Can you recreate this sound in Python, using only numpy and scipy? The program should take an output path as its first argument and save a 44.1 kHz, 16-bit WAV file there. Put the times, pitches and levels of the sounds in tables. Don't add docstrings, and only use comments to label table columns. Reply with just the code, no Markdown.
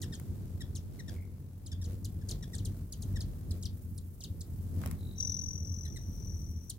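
import sys
import numpy as np
from scipy import signal
from scipy.fft import rfft, irfft, next_fast_len
from scipy.io import wavfile
from scipy.ndimage import uniform_filter1d

SR = 44100
rng = np.random.default_rng(int(sys.argv[2]) if len(sys.argv) > 2 else 0)


def master_out(mix):
    frames = np.transpose(np.atleast_2d(mix))
    ceiling = np.clip(frames, -1, 1)
    pcm = np.round(ceiling * 32767).astype(np.int16)
    wavfile.write(sys.argv[1], SR, pcm)


N = 298998
TIME = np.arange(N) / SR
TAU = 2 * np.pi
SIDES = np.array([[1], [-1]])
EDGE_HZ = 15900


def hover(hum_db=-4.0, arrive_s=0.043, leave_s=0.0753, slowing=0.044, waiting_db=-48, waiting_hz=90.94):
    # arrival in seconds, stay in seconds, level in dB before the
    # hum gain, hum pitch in Hz at mid-stay.
    visit_rows = [(.01, 0.42, -45.5, 91), (0.491, 0.38, -40, 83.8), (1.069, 0.19, -37.5, 96.83),
                  (1.68, 0.29, -36, 87.85), (1.879, 0.32, -39, 95.15), (2.189, 0.69, -39.5, 92.3),
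                  (2.949, 0.43, -39.5, 93.33), (3.456, 0.32, -35, 91.6), (3.76, 0.39, -42, 86.6),
                  (4.26, 0.49, -39, 88.04), (4.699, 0.33, -34.5, 86.46), (5.001, 0.95, -39.5, 86.53),
                  (6.04, 0.6, -39, 84.33)]
    power = np.full(N, amp(waiting_db) ** 2)
    pitch_sum = power * waiting_hz
    for start, stay, db, mid_hz in visit_rows:
        t = TIME - start
        near_power = (amp(db) * ramps(t, stay, arrive_s, leave_s)) ** 2
        pitch = mid_hz * (1 + slowing * (.5 - t / stay))
        power = power + near_power
        pitch_sum = pitch_sum + near_power * pitch
    return amp(hum_db) * np.sqrt(power) * hum(pitch_sum / power)


def hum(hz, beat_db=-14, upper_db=-13, fall_db=5, rival_db=-7, flutter_db=4.0, wander=0.03494):
    beat = np.pi * np.cumsum(hz * (1 + wander * drift(9.7))) / SR
    rival = TAU * np.cumsum(hz * (.84 + .1 * drift(5))) / SR + .5 * SIDES * drift(2)
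    wave = np.cos(2 * beat) + amp(beat_db) * np.cos(beat + drift(1.5)) + amp(rival_db) * np.cos(rival)
    for k in range(3, 8):
        wave += amp(upper_db - fall_db * abs(k - 4)) * np.cos(k * beat + drift(10.8))
    return np.sqrt(2) * amp(flutter_db * drift(34.2)) * wave


def flock(wings_db=1, wander=.06, swell_db=3, air_db=-9.0, puff=0.19):
    # time in seconds, level in dB before the wing or air gain.
    level_rows = [(0.0, -41.5), (0.94, -46), (1.47, -49.5), (2.81, -43), (2.87, -49), (3.12, -41),
                  (4.06, -51), (4.7, -44), (4.83, -36.5), (4.97, -44.5), (5.67, -47.5), (6.25, -45),
                  (6.78, -52)]
    beat_rates = [40.15, 43.65, 45.83, 50.95]
    # multiple of the wingbeat, relative level in dB.
    wing_harmonics = [(1, -3), (2, 3), (4, -6.5), (14, -29.5)]
    # frequency in Hz, relative density in dB per Hz.
    air_spectrum = [(30, 1), (130, 22), (500, 5), (800, -3), (1400, -8.5), (2600, -16), (4500, -13.5)]
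    level_db, = curve(level_rows)
    wings, puffs = silence(), np.zeros(N)
    for hz in beat_rates:
        beat = TAU * np.cumsum(hz * (1 + wander * drift(4))) / SR
        bearing = 0.39 * drift(0.91) * SIDES
        wave = 0
        for k in range(1, 11):
            wave = wave + amp(read(wing_harmonics, k)) * np.cos(k * beat + drift(15.0) + bearing)
        wings += wave * amp(swell_db * drift(9.5))
        puffs += np.cos(2 * beat) + np.cos(beat)
    air = noise(air_spectrum) * np.exp(puff * evened(puffs))
    return amp(level_db + wings_db) * evened(wings) + amp(level_db + air_db) * air


def swerves(half_s=0.053, stroke_hz=92, puff=0.53, level_db=-1):
    # centre in seconds, level in dB before the gust gain.
    swerve_rows = [(.96, -56.5), (1.13, -51), (1.914, -51), (2.322, -51), (2.7, -64), (3.551, -54.5),
                   (4.841, -63)]
    # frequency in Hz, relative density in dB per Hz.
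    gust_spectrum = [(60, -30), (180, 3), (420, 9.5), (800, -10.5), (2500, -17.5)]
    gusts = sum(amp(db) * np.exp(-((TIME - s) / half_s) ** 2) for s, db in swerve_rows)
    strokes = evened(np.exp(puff * np.cos(TAU * stroke_hz * TIME + drift(6.7))))
    return amp(level_db) * gusts * strokes * noise(gust_spectrum)


def passes(beat_hz=45, second_db=-9, third_db=-8):
    # centre in seconds, half length in seconds,
    # level in dB of the fundamental.
    pass_rows = [(2.34, 0.11, -48), (2.685, 0.83, -45), (3.216, 0.16, -48), (6.201, 0.33, -40.5)]
    beat = TAU * beat_hz * TIME + 0.91 * drift(16.4) + 0.081 * SIDES
    nearness = sum(amp(db) * np.exp(-((TIME - s) / half) ** 2) for s, half, db in pass_rows)
    wave = np.cos(beat) + amp(second_db) * np.sin(2 * beat) + amp(third_db) * np.cos(3 * beat)
    return np.sqrt(2) * nearness * wave


def chips(level_db=0.0, rise=0.0015, fade=0.023, step_db=8.5, bloom=0.0046, rasp=0.29, shimmer_db=5.0,
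          breath_db=-13, knee_hz=5000, low_hz=2450, plunge_s=0.0029, glide_s=0.012):
    # start in seconds, level in dB before colouring, overtone level in dB,
    # starting pitch in Hz, length in seconds.
    chip_rows = [(0.0155, -51.5, -5.5, 8010, 0.039), (0.14, -57.5, -5, 6010, 0.03),
                 (0.751, -54.5, -3, 7400, 0.037), (1.661, -56, -3.5, 5588, .026),
                 (1.84, -58, -2.5, 6940, 0.028), (2.045, -51, -3, 7463, .026), (2.287, -48, -4, 7900, .028),
                 (2.3099, -42, -10, 7530, 0.021), (2.547, -53.5, -1.5, 5400, 0.026),
                 (2.581, -55.5, -13, 8057, 0.031), (2.649, -52.5, -2, 8400, 0.032),
                 (2.922, -50, -4.5, 8630, 0.028), (3.02, -55.5, -1.5, 7517, 0.027),
                 (3.205, -48, -5.5, 5892, 0.024), (3.508, -49.5, -2.5, 5865, .019),
                 (3.625, -52.5, -7, 7500, 0.031), (3.654, -45.5, -22, 6460, 0.025),
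                 (3.977, -55.5, -1.5, 6318, .018), (4.205, -56.5, -11, 7560, 0.037),
                 (4.236, -48, -12.5, 8034, 0.03), (4.407, -49, -1.5, 6362, 0.017),
                 (5.201, -53.5, -11, 7980, 0.023), (6.6955, -48, -2.5, 8833, 0.027)]
    out = silence()
    for s, db, overtone_db, top_hz, length in chip_rows:
        t = port_times(length)
        plunge = (top_hz - knee_hz) / (1 + (t / plunge_s) ** 2)
        glide = (knee_hz - low_hz) * np.exp(-t / glide_s)
        hz = low_hz + glide + plunge
        turn = TAU * np.cumsum(hz * np.gradient(t, axis=1), axis=1) + rasp * quiver(t, size=24)
        overtones = 0
        for i, k in enumerate(range(2, 6)):
            level = amp(overtone_db - step_db * i + shimmer_db * quiver(t))
            overtones = overtones + level * np.sin(k * turn) * (k * hz < EDGE_HZ)
        breath = amp(breath_db) * rng.standard_normal(t.shape)
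        wave = np.sin(turn) + np.minimum(t / bloom, 1) * overtones + breath
        add(out, s, glance(amp(db + level_db) * ramps(t, length, rise, fade) * wave))
    return colour(out, [(2400, -6), (4200, 4.5), (6000, 8.0), (8500, 11.5), (15000, 4.5)])


def chups(level_db=0.5, length=.02, rise=0.0029, fade=0.0024, sag=0.188, rasp=0.11, shimmer_db=4.0,
          breath_db=-10):
    # time in seconds, level in dB before the chup gain, starting pitch in Hz,
    # overtone level in dB.
    chup_rows = [(0.027, -54.5, 1977, -3.5), (.125, -55, 1877, -2), (0.607, -55.5, 1948, 0),
                 (.992, -53.5, 2072, -7.5), (1.081, -57.5, 1873, -2), (1.717, -61.5, 1840, 3.5),
                 (1.815, -64.5, 1897, 3), (2.213, -67.5, 1813, -6), (2.427, -59, 1949, 0.5),
                 (2.533, -56.5, 1945, -3), (3.159, -52.5, 1933, -5.5), (5.851, -56.5, 2040, -3.5),
                 (5.961, -56.5, 2070, -2.5)]
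    reed_levels = [2, 3.5, 0.5, -5, -4]
    out = silence()
    for s, db, hz, overtones_db in chup_rows:
        t = port_times(length)
        turn = TAU * hz * t * (1 - sag / 3 * (t / length) ** 2) + rasp * quiver(t, size=20)
        reed = sum(amp(d + shimmer_db * quiver(t)) * np.sin(k * turn) for k, d in enumerate(reed_levels, 2))
        breath = amp(breath_db) * rng.standard_normal(t.shape)
        wave = np.sin(turn) + amp(overtones_db) * (reed + breath)
        add(out, s - .002, glance(amp(db + level_db) * ramps(t, length, rise, fade) * wave))
    return out


def trill(level_db=-1, octave_db=-28, lean_db=3.0, breath_db=-21):
    # time in seconds, whistle level in dB before the gains.
    flight_rows = [(5.158, -63), (5.2, -31.5), (5.38, -36.5), (5.55, -41), (5.62, -48), (5.75, -44.5),
                   (6.12, -60.5), (6.28, -50.5), (6.7, -65)]
    # share of the beat, relative level in dB, pitch in Hz.
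    stroke_rows = [(0, -16, 5790), (.05, 5, 5730), (.22, 3.5, 5810), (.4, -3, 6210), (.62, -14, 6080),
                   (1, -16, 5790)]
    # time in seconds, rate in Hz.
    beat_rows = [(5.1575, 45), (5.3, 42.2), (5.55, 42.7), (6.0, 44.6), (6.2, 41.5)]
    db, = curve(flight_rows)
    flying = (TIME > flight_rows[0][0]) & (TIME < flight_rows[-1][0])
    beat_hz, = curve(beat_rows)
    beats = np.cumsum(beat_hz * (TIME > beat_rows[0][0])) / SR
    stroke_db, hz = curve(stroke_rows, beats % 1)
    turn = TAU * np.cumsum(hz * (1 + .015 * quiver(TIME))) / SR + SIDES * (.89 + .3 * drift(10))
    breath = noise([(6200, -2), (10000, -15)])
    whistle = np.sin(turn) + amp(octave_db) * np.sin(2 * turn) + amp(breath_db) * breath
    wave = flying * whistle * amp(level_db + stroke_db + 1.0 * drift(32))
    wave = colour(wave, [(4900, -30), (5500, 0)])
    echo = surroundings(wave * amp((db + db.max()) / 2), near_db=-15.5, far_db=-18)
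    return wave * amp(db + lean_db * SIDES) + echo


def flicks(tick_s=.00082, thwack_s=0.00073, scrape_db=-17, scrape_s=0.032, crackle_db=5):
    # time in seconds, bright tick level in dB,
    # dull thwack level in dB.
    flick_rows = [(0.198, -44, -53.5), (4.816, -45.5, -46.5), (4.837, -54, -39.5), (4.860, -35.5, -40),
                  (4.874, -41.5, -49), (4.912, -36.5, -43.5)]
    out, t = silence(), TIME[:4000]
    for s, db, thwack_db in flick_rows:
        tick, body = rng.standard_normal((2, 2, len(t)))
        tick = evened(colour(tick, [(1000, -16), (8000, 11)])) * t / tick_s * np.exp(1 - t / tick_s)
        body = evened(colour(body, [(300, 6), (900, 11), (2400, 3), (8000, -26)]))
        thwack = t / thwack_s * np.exp(1 - t / thwack_s)
        scrape = amp(scrape_db) * evened(amp(crackle_db * quiver(t))) * np.exp(-t / scrape_s)
        add(out, s, amp(db) * tick + amp(thwack_db) * body * (thwack + scrape))
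    return out


def far_trills(beat_hz=50, level_db=-7, sag_hz_per_s=600):
    # start in seconds, end in seconds, starting pitch in Hz, level in dB before the gain.
    far_rows = [(1.146, 1.285, 2233, -58), (4.972, 5.502, 3962, -60)]
    out = silence()
    for s, end, hz, db in far_rows:
        t = port_times(end - s)
        turn = TAU * (hz - .5 * sag_hz_per_s * t) * t
        pulses = np.exp(2.5 * np.cos(TAU * beat_hz * t) + .25 * quiver(t, size=300))
        wave = evened(pulses * np.sin(turn + quiver(t, size=85)))
        swell = np.sin(np.pi * np.sqrt(t / (end - s)))
        add(out, s, amp(db + level_db) * wave * swell)
    return out


def hiss(feather_db=4, meadow_db=-71, flicker_db=2.5):
    # time in seconds, level in dB before the feather gain.
    feather_rows = [(0, -72), (1.55, -75.5), (2.1, -70.5), (4.9, -66.5), (5.5, -71.5), (6.4, -66.5),
                    (6.78, -71)]
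    # frequency in Hz, relative density in dB per Hz.
    meadow_spectrum = [(200, 17.5), (1000, 0), (2700, -2.5), (10000, -32)]
    db, = curve(feather_rows)
    fine = noise([(2000, -64), (5000, -9.5), (8500, -1.5), (15500, 3.5)])
    feathers = fine * amp(db + feather_db + flicker_db * drift(41))
    return feathers + amp(meadow_db) * noise(meadow_spectrum)


def surroundings(x, near_db, far_db, near_t60=0.17, far_t60=0.41):
    t = np.arange(SR // 2) / SR
    near, far = rng.standard_normal((2, 2, len(t)))
    scatter = amp(near_db) * evened(near * amp(-60 * t / near_t60))
    tail = amp(far_db) * evened(far * amp(-60 * t / far_t60))
    return signal.fftconvolve(x, (scatter + tail) / np.sqrt(len(t)), axes=1)[:, :N]


def glance(wave, db=-12, count=3, longest_s=.004):
    wave = np.pad(wave, [(0, 0), (0, round(longest_s * SR))])
    delays = rng.integers(1, round(longest_s * SR), (len(SIDES), count))
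    reflections = [sum(np.roll(x, d) for d in row) for x, row in zip(wave, delays)]
    return wave + amp(db) * np.array(reflections)


def port_times(length, spread=.00007):
    return np.maximum(np.arange(0, length, 1 / SR) + SIDES * spread * rng.uniform(-1.5, 1), 0)


def noise(points):
    # frequency in Hz, likeness of the ports (limited to 1 below).
    likeness = [(80, 3), (250, 1.17), (1100, 0.02)]
    size = next_fast_len(N)
    hz = np.fft.rfftfreq(size, 1 / SR)
    a, b = rfft(rng.standard_normal((2, size)))
    same = np.clip(read(likeness, hz), -1, 1)
    ports = np.array([a, same * a + np.sqrt(1 - same ** 2) * b])
    return evened(irfft(ports * amp(read(points, hz)), size)[:, :N])


def colour(x, points):
    size = next_fast_len(x.shape[-1] + 2000)
    gain = amp(read(points, np.fft.rfftfreq(size, 1 / SR)))
    return irfft(rfft(x, size) * gain, size)[..., :x.shape[-1]]


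def drift(rate):
    hz = np.fft.rfftfreq(2048, TIME[-1] / 2047)
    slow = irfft(rfft(rng.standard_normal(2048)) / (1 + (hz / rate) ** 4))
    return np.interp(TIME, np.linspace(0, TIME[-1], len(slow)), evened(slow))


def quiver(t, size=60):
    once = uniform_filter1d(rng.standard_normal(t.shape[-1]), size)
    return evened(uniform_filter1d(once, size))


def ramps(t, length, rise, fade):
    return np.clip(t / rise, 0, 1) * np.clip((length - t) / fade, 0, 1)


def amp(db):
    return 10 ** (np.asarray(db) / 20)


def evened(x):
    return x / np.sqrt(np.mean(x ** 2) + 1e-20)


def curve(rows, at=TIME):
    s, *columns = np.transpose(rows)
    return [np.interp(at, s, c) for c in columns]


def read(points, hz):
    f, value = np.transpose(points)
    return np.interp(np.log(hz + 1), np.log(f + 1), value)


def silence():
    return np.zeros((len(SIDES), N))


def add(mix, s, sound):
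    part = mix[:, max(round(s * SR), 0):][:, :sound.shape[-1]]
    part += sound[..., :part.shape[1]]


def scene():
    voices, distant = chips() + chups() + flicks(), far_trills()
    echoes = colour(surroundings(voices, near_db=-8.5, far_db=-22.0), [(4000, 3.5), (9000, -7.0)])
    echoes += surroundings(distant, near_db=-9, far_db=-5)
    wings = hover() + flock() + swerves() + passes()
    return wings + hiss() + trill() + voices + distant + echoes


def record(dry):
    # frequency in Hz, left-right difference in dB.
    port_lean = [(200, 0.54), (6200, 3.5), (9500, -3.5)]
    dry = dry * signal.windows.tukey(N, .002)
    ports = []
    for x, side in zip(dry, (.5, -.5)):
        ports.append(colour(x, [(hz, side * db) for hz, db in port_lean]))
    bass_cut = signal.butter(6, 38, "high", fs=SR, output="sos")
    ports = signal.sosfilt(bass_cut, np.array(ports))
    band_limit = signal.firwin(511, EDGE_HZ, window=("kaiser", 9), fs=SR)
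    return signal.oaconvolve(ports, band_limit[None], "same")


dry = scene()
out = record(dry)
master_out(out)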